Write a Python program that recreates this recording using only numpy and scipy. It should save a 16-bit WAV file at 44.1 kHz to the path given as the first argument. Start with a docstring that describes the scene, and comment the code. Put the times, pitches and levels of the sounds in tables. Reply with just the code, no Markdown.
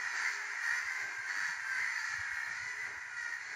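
"""First a hoarse caw, already under way, then more: a mob of crows in the trees over a yard, heard on a phone.
Near caws are rattling pulse trains and breath through throat and beak; a far flock of like voices lies behind.
A dove coos faintly as wavering sine tones. Filtered noise makes street murmur and breeze, short wavering
sines the wind thumps on the microphone. Thin treble noise follows the din, its bands flickering.
"""
import sys
import numpy as np
from scipy import signal
from scipy.fft import rfft, irfft
from scipy.io import wavfile
from scipy.ndimage import uniform_filter1d, map_coordinates

SR = 44100
rng = np.random.default_rng(int(sys.argv[2]) if len(sys.argv) > 2 else 0)


def invert_db(level):
    """Linear amplitude ratio for a level in decibels (20 dB per decade), elementwise."""
    return 10 ** (np.asarray(level, dtype=float) / 20)


def master(y):
    """Save y as 16-bit WAV."""
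    cut = np.clip(np.atleast_2d(y).T, -1, 1)
    pcm = np.round(cut * 32767)  # scale
    wavfile.write(sys.argv[1], SR, pcm.astype(np.int16))


N = 156555  # samples

# distant street murmur, spectrum: (f/Hz, level/dB)
MURMUR_SPECTRUM = [(71, -30), (120, -26), (204, -16.5), (414, -3), (534, -17.5), (590, -7), (900, -1),
                   (1170, -44), (1980, -120)]
# distant street murmur over time, before MURMUR_GAIN_DB and random swells: (t/s, level/dB)
MURMUR_LEVEL = [(0.0, -76), (0.49, -72), (0.67, -80.5), (1.17, -73), (1.21, -79), (1.4, -76), (1.42, -76),
                (1.88, -74), (2.0, -88), (2.13, -74), (2.72, -80), (2.88, -73.5), (3.492, -79), (3.55, -75)]
# breeze at the microphone, spectrum: (f/Hz, level/dB)
BREEZE_SPECTRUM = [(20, -36), (40, -14), (60, -15.5), (92, -1.5), (108, -1), (182, -14.5), (250, -16),
                   (320, -80), (550, -120)]
# breeze over time, before random gusts: (t/s, level/dB)
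BREEZE_LEVEL = [(0.0, -80), (0.19, -76), (0.54, -91), (0.72, -89), (0.92, -82), (1.22, -79), (1.3, -80),
                (1.62, -75), (1.91, -79), (2.16, -77), (2.62, -74), (2.78, -73), (3.01, -74.5), (3.55, -77)]
# wind thumps on the microphone: (peak time t/s, peak level/dB, mean pitch f/Hz)
THUMPS = [(0.071, -67, 96), (0.29, -71, 110), (0.727, -64, 93), (0.858, -61, 78), (1.196, -58.5, 105),
          (1.309, -89, 118), (1.374, -60, 325), (1.409, -69, 295), (1.429, -65, 149), (1.498, -60, 160),
          (1.879, -76, 155), (2.009, -72, 94), (2.108, -62, 108), (2.148, -57, 114), (2.2, -48.5, 90),
          (2.336, -57, 83), (2.679, -66, 105), (2.78, -72, 71), (2.881, -71, 65), (2.979, -59, 81.7),
          (3.101, -69, 85), (3.237, -66.5, 83), (3.321, -71.5, 89), (3.42, -71, 78)]
# thin flickering treble, spectrum: (f/Hz, level/dB)
SIZZLE_SPECTRUM = [(7800, -13), (8200, -2), (9400, -1.5), (11500, -5), (12300, -13), (13400, -26),
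                   (14800, -3.5), (15700, -14)]
# dove coos, before random level changes: (start t/s, length t/s, peak level/dB, mean pitch f/Hz)
COOS = [(0.085, 0.51, -66.5, 405), (2.658, 0.21, -65.5, 421)]
# the far flock over time, before the yard's echoes: (t/s, level/dB)
FLOCK_LEVEL = [(0, -38), (0.821, -40), (1.1, -42.5), (2.0, -40.5), (2.96, -45), (3.55, -43)]
# near caws: (start t/s, length t/s, level/dB before swell and echoes, pitch f/Hz at the middle,
# glide/share of pitch each side of the middle, throat f/Hz, upper throat f/Hz (both at the middle),
# treble level/dB before a common lift, roughness/0-1)
NEAR_CAWS = [(-.2, 0.33, -41.5, 475.4, 0.0095, 1920, 4520, -1, 0.42),
             (0.101, 0.31, -44.5, 460.6, .02, 1580, 4370, 7.5, 0.23),
             (.1, 0.32, -43.5, 536.7, -0.0046, 1780, 4640, 7, 0.45),
             (0.101, 0.23, -45.5, 483, 0.026, 2090, 4700, -4, 0.25),
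             (0.201, 0.15, -36, 515, .03, 2040, 4500, -16, 0.21),
             (0.356, 0.3, -54, 495, -0.0039, 1990, 4200, -6, 0.26),
             (.58, 0.27, -37, 481.2, 0.019, 1800, 4550, 1, 0.35),
             (0.615, 0.28, -51.5, 474, .01, 1420, 4600, -30, 0.3),
             (0.66, 0.43, -43, 518, 0.0016, 1930, 4810, 2.5, 0.28),
             (1.06, 0.28, -45, 540, -0.028, 1600, 4330, -6, 0.2),
             (1.239, 0.33, -37.5, 485.2, -0.0097, 1746, 4540, 2, 0.48),
             (1.297, 0.31, -46, 437.7, .01, 1570, 4570, 5.5, 0.37),
             (1.619, 0.23, -41.5, 519.7, -0.011, 1654, 4660, -1.5, 0.28),
             (1.661, 0.32, -42, 514.7, -0.01, 2090, 4760, -6, 0.22),
             (1.72, 0.31, -41, 477.3, -0.006, 2025, 4460, 1.5, 0.32),
             (1.937, 0.26, -47, 456.6, -0.013, 1410, 4700, 12.5, 0.12),
             (1.95, 0.257, -44.5, 432, -0.0054, 1740, 4330, 0, 0.28),
             (2.271, 0.32, -41.5, 475.2, -0.024, 1776, 4200, -5.5, 0.35),
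             (2.519, 0.26, -44, 497.4, -0.017, 2065, 4300, 2, 0.4),
             (2.46, 0.31, -52.5, 489, 0, 1500, 4700, 13, 0.08),
             (2.737, 0.18, -42.5, 497, 0, 2010, 4300, -1, 0.28),
             (2.856, 0.24, -49.5, 494, -.02, 2100, 4840, -9, 0.39),
             (3.121, 0.28, -41.5, 477, -0.024, 1885, 4500, 3, 0.25),
             (3.059, 0.28, -48.5, 481, -.015, 1450, 4550, -1.5, 0.18),
             (3.357, 0.29, -46.5, 505, .02, 2170, 4340, 3.5, 0.56)]
# throat, beak and microphone together: (f/Hz, level/dB)
VOICE_SPECTRUM = [(150, -80), (290, -48), (500, -35.5), (680, -22.5), (800, -10.5), (960, -11),
                  (1240, -7.5), (1400, -7), (1750, -2.5), (2080, -4.5), (2250, -7), (2550, -17),
                  (2950, -23.5), (3550, -30.5), (3900, -26.5), (4200, -26), (5320, -25), (6060, -26),
                  (7310, -26.5), (7700, -32.5), (8100, -75)]
# what differs between the microphone ports, before random level changes: (f/Hz, level/dB)
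PORT_SPECTRUM = [(60, -23), (110, -23), (200, -16), (380, -27.5), (700, -26.5), (1290, -30), (2380, -28.5),
                 (4400, -23), (8120, -20.5), (15000, -18)]

MURMUR_GAIN_DB = 9  # whole band over its lower part
THUMP_S = 0.013  # from the peak to 1/e
SIZZLE_DB, SIZZLE_BAND_HZ, DROPOUT_DB, DROPOUT_BIAS = -68, 250, -40, .3
TOP_FLICKER_HZ, TOP_FADE_PER_S = 11900, .3  # above this, bands drop out together, ever more often
ATTACK_S, RELEASE_S = 0.056, 0.063
PITCH_SAG, JITTER = .05, .025  # shares of pitch: sag at both ends; fast jitter at full roughness
RATTLE_HZ, RATTLE_DEPTH = 80, .55  # mean rate
THROAT_WIDTH_HZ, THROAT_DB = 240, 13
UPPER_WIDTH_HZ, UPPER_DB = 130, 16
BEAK_HZ, BEAK_WIDTH_HZ, BEAK_DB = 6140, 570, 0
TREBLE_HZ = 3300  # crossover between the low and the high part of the voice
FLOCK_PER_S, FLOCK_SPREAD_DB = 24, 3.5  # spread each way
FLOCK_BLUR_DB = -6  # far throats ring less sharply
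YARD_T60_S, YARD_DB, FLOCK_YARD_DB = 0.63, -7.5, 1.5  # echoes relative to direct sound
PORT_SMEAR_S = .08  # T60
TOP_HZ = 15700


def level(x, db):
    """Set the rms level in dB."""
    return x * invert_db(db) / np.sqrt(np.mean(x ** 2))


def colour(x, points):
    """Filter by a (f/Hz, level/dB) curve, straight over log frequency."""
    hz = np.maximum(np.arange(len(x) // 2 + 1) * SR / len(x), 1)
    point_hz, point_db = np.transpose(points)
    gain = invert_db(np.interp(np.log(hz), np.log(point_hz), point_db))
    return irfft(rfft(x) * gain, len(x))


def over_time(points):
    """Join (t/s, level/dB) points by straight lines, in dB."""
    point_s, point_db = np.transpose(points)
    return np.interp(np.arange(N) / SR, point_s, point_db)


def walk(rate, n=N):
    """Random levels held 1 / rate s and slewed twice; spread near 1."""
    hold = max(int(SR / rate), 1)
    steps = np.repeat(rng.standard_normal(n // hold + 1), hold)
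    return 1.3 * uniform_filter1d(uniform_filter1d(steps, hold), hold)[:n]


def add(out, x, start):
    """Mix x in at start seconds, trimmed to the scene."""
    i = int(start * SR)
    a, b = max(i, 0), min(i + len(x), N)
    if b > a:
        out[a:b] += x[a - i:b - i]


def swell(t, length):
    """Gain of one call as it rises and dies away."""
    return np.clip(np.minimum(t / ATTACK_S, (length - t) / RELEASE_S), 0, 1) ** 2


def echoes(x, t60_s):
    """Scattered reflections: a decaying noise tail with unit energy."""
    t = np.arange(SR // 2) / SR
    tail = rng.standard_normal(len(t)) * np.exp(-np.log(1000) * t / t60_s)
    return signal.fftconvolve(x, tail / np.sqrt(np.sum(tail ** 2)))[:N]


def yard(x, db):
    """Echoes of trees and walls beside the direct sound, scaled to keep the power."""
    return (x + invert_db(db) * echoes(x, YARD_T60_S)) / np.sqrt(1 + invert_db(db) ** 2)


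def street_murmur():
    """Distant, patchy murmur: low-passed noise whose level wanders."""
    noise = level(colour(rng.standard_normal(N), MURMUR_SPECTRUM), MURMUR_GAIN_DB)
    return noise * invert_db(over_time(MURMUR_LEVEL) + 3.6 * walk(15))


def breeze():
    """Fitful wind at the microphone: very low noise in gusts."""
    noise = level(colour(rng.standard_normal(N), BREEZE_SPECTRUM), 0)
    return noise * invert_db(over_time(BREEZE_LEVEL) + 4.5 * walk(25))


def wind_thumps():
    """Single thumps of wind on the microphone: wavering sines in short bell-shaped bursts."""
    out = np.zeros(N)
    t = np.arange(SR // 5) / SR
    bell = np.exp(-(t / THUMP_S - 2) ** 2)
    for start, db, hz in THUMPS:
        turns = np.cumsum(hz * (1 + .1 * walk(60, len(t)))) / SR + rng.random()
        add(out, invert_db(db) * bell * np.sin(2 * np.pi * turns), start - 2 * THUMP_S)
    return out


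def sizzle(crows):
    """Narrow treble bands follow the din and drop out briefly, the lower ones each by itself."""
    out = np.zeros(N)
    din = np.sqrt(uniform_filter1d(crows ** 2, SR // 10) + 1e-12)
    together = walk(28)
    fade = TOP_FADE_PER_S * np.arange(N) / SR
    for hz in np.arange(7800, TOP_HZ, SIZZLE_BAND_HZ):
        end_hz = hz + SIZZLE_BAND_HZ
        edges = [(hz - 30, -90), (hz, 0), (end_hz, 0), (end_hz + 30, -90)]
        band = colour(rng.standard_normal(N), edges)
        if hz < TOP_FLICKER_HZ:
            chance = walk(25)
        else:
            chance = together + .4 * walk(25) + fade
        dropout = np.clip(3 * (chance - DROPOUT_BIAS), 0, 1)
        out += band * invert_db(DROPOUT_DB * dropout)
    return level(colour(out, SIZZLE_SPECTRUM) * din ** 1.13, SIZZLE_DB)


def dove():
    """Soft, faint coos: sine tones that waver in pitch and level."""
    out = np.zeros(N)
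    t = np.arange(SR // 2) / SR
    for start, length, db, hz in COOS:
        tone = np.sin(2 * np.pi * np.cumsum(hz * (1 + .015 * walk(30, len(t)))) / SR)
        add(out, invert_db(db + 3 * walk(30, len(t))) * tone * swell(t, length), start)
    return out


def resonance(f, centre_hz, width_hz):
    """Power-shaped peak of unit height; width at half height."""
    return 1 / (1 + (2 * (f - centre_hz) / width_hz) ** 2)


def voice_source(n, pitch_hz, rough):
    """Uneven pulses of 30 harmonics, mixed with breath noise gated by the same cycle."""
    wander = JITTER * rough * walk(400, n) + .016 * walk(30, n)
    phase = 2 * np.pi * np.cumsum(pitch_hz * (1 + wander)) / SR
    k = np.arange(1, 31)[:, None]
    pulses = level(np.cos(k * phase + 0.1511 * k ** 2).sum(axis=0), 0)
    hiss = level(rng.standard_normal(n) * (1 + 0.51 * np.cos(phase)), 0)
    return np.sqrt(1 - rough) * pulses + np.sqrt(rough) * hiss


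def throat_rattle(n):
    """Slow, uneven beating of the voice's loudness."""
    rate = RATTLE_HZ * (1 + 0.159 * rng.standard_normal() + .12 * walk(61.4, n))
    return 1 + RATTLE_DEPTH * np.cos(2 * np.pi * np.cumsum(rate) / SR)


def caw(length, db, pitch_hz, glide, throat_hz, upper_hz, treble_db, rough, blur_db=0):
    """Rattling pulses and breath ring the throat and beak; pitch and resonances arch together."""
    n = 20480
    t = np.arange(n) / SR
    source, rattle = voice_source(n, pitch_hz, rough), throat_rattle(n)
    f = np.arange(1, n // 2 + 2) * SR / n
    throat = invert_db(THROAT_DB + blur_db) * resonance(f, throat_hz, THROAT_WIDTH_HZ)
    upper = invert_db(UPPER_DB + 2 * blur_db) * resonance(f, upper_hz, UPPER_WIDTH_HZ)
    beak = invert_db(BEAK_DB) * resonance(f, BEAK_HZ, BEAK_WIDTH_HZ)
    low = (1 + throat) / (1 + (f / TREBLE_HZ) ** 8)
    high = (1 + upper + beak) / (1 + (TREBLE_HZ / f) ** 8) * invert_db(treble_db + 5.5)
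    # the treble rattles less deeply than the low part
    x = irfft(rfft(source * rattle) * low + rfft(source * np.sqrt(rattle)) * high, n)
    along = np.minimum(2 * t / length - 1, 1.5)  # -1 at the start, 1 at the end
    speed = 1 + glide * along - PITCH_SAG * along ** 4
    arched = map_coordinates(x, [np.cumsum(speed)], mode="wrap")
    return level(colour(arched, VOICE_SPECTRUM), db) * swell(t, length)


def flock():
    """Many far crows, loosely taking turns, blurred by strong echoes."""
    out = np.zeros(N)
    for i in range(int(FLOCK_PER_S * (N / SR + .4))):
        r = rng.random(8)
        x = caw(length=.2 + 0.1471 * r[0], db=FLOCK_SPREAD_DB * 2 * (r[1] - .5),
                pitch_hz=430 + 110 * r[2], glide=.05 * (r[7] - .6),
                throat_hz=1600 + 500 * r[3], upper_hz=4000 + 1000 * r[4],
                treble_db=-2 + 3 * r[5], rough=0.362, blur_db=FLOCK_BLUR_DB)
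        add(out, x, (i + r[6]) / FLOCK_PER_S - .4)
    return yard(level(out, 0) * invert_db(over_time(FLOCK_LEVEL)), FLOCK_YARD_DB)


def near_crows():
    """The nearest caws, which stand out of the flock, with weaker echoes."""
    out = np.zeros(N)
    for start, *settings in NEAR_CAWS:
        add(out, caw(*settings), start)
    return yard(out, YARD_DB)


def microphone_ports(mid):
    """Two channels: a smeared, flickering difference is added to one port and taken from the other."""
    side = colour(echoes(mid, PORT_SMEAR_S), PORT_SPECTRUM) * invert_db(6.1 * walk(30.08))
    return mid + side * np.array([[1], [-1]])


def scene():
    """Yard, dove and crows together at the two microphone ports."""
    background = street_murmur() + breeze() + wind_thumps()
    crows = flock() + near_crows()
    return microphone_ports(background + sizzle(crows) + dove() + crows)


def roll_off(x):
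    """The treble ends steeply here."""
    return signal.sosfilt(signal.butter(12, 16510, fs=SR, output="sos"), x)


def record(dry):
    """The phone cuts the top with a steep low-pass."""
    low_pass = signal.ellip(8, .2, 70, TOP_HZ, fs=SR, output="sos")
    mix = signal.sosfilt(low_pass, dry)
    return roll_off(mix)


dry = scene()
out = record(dry)
master(out)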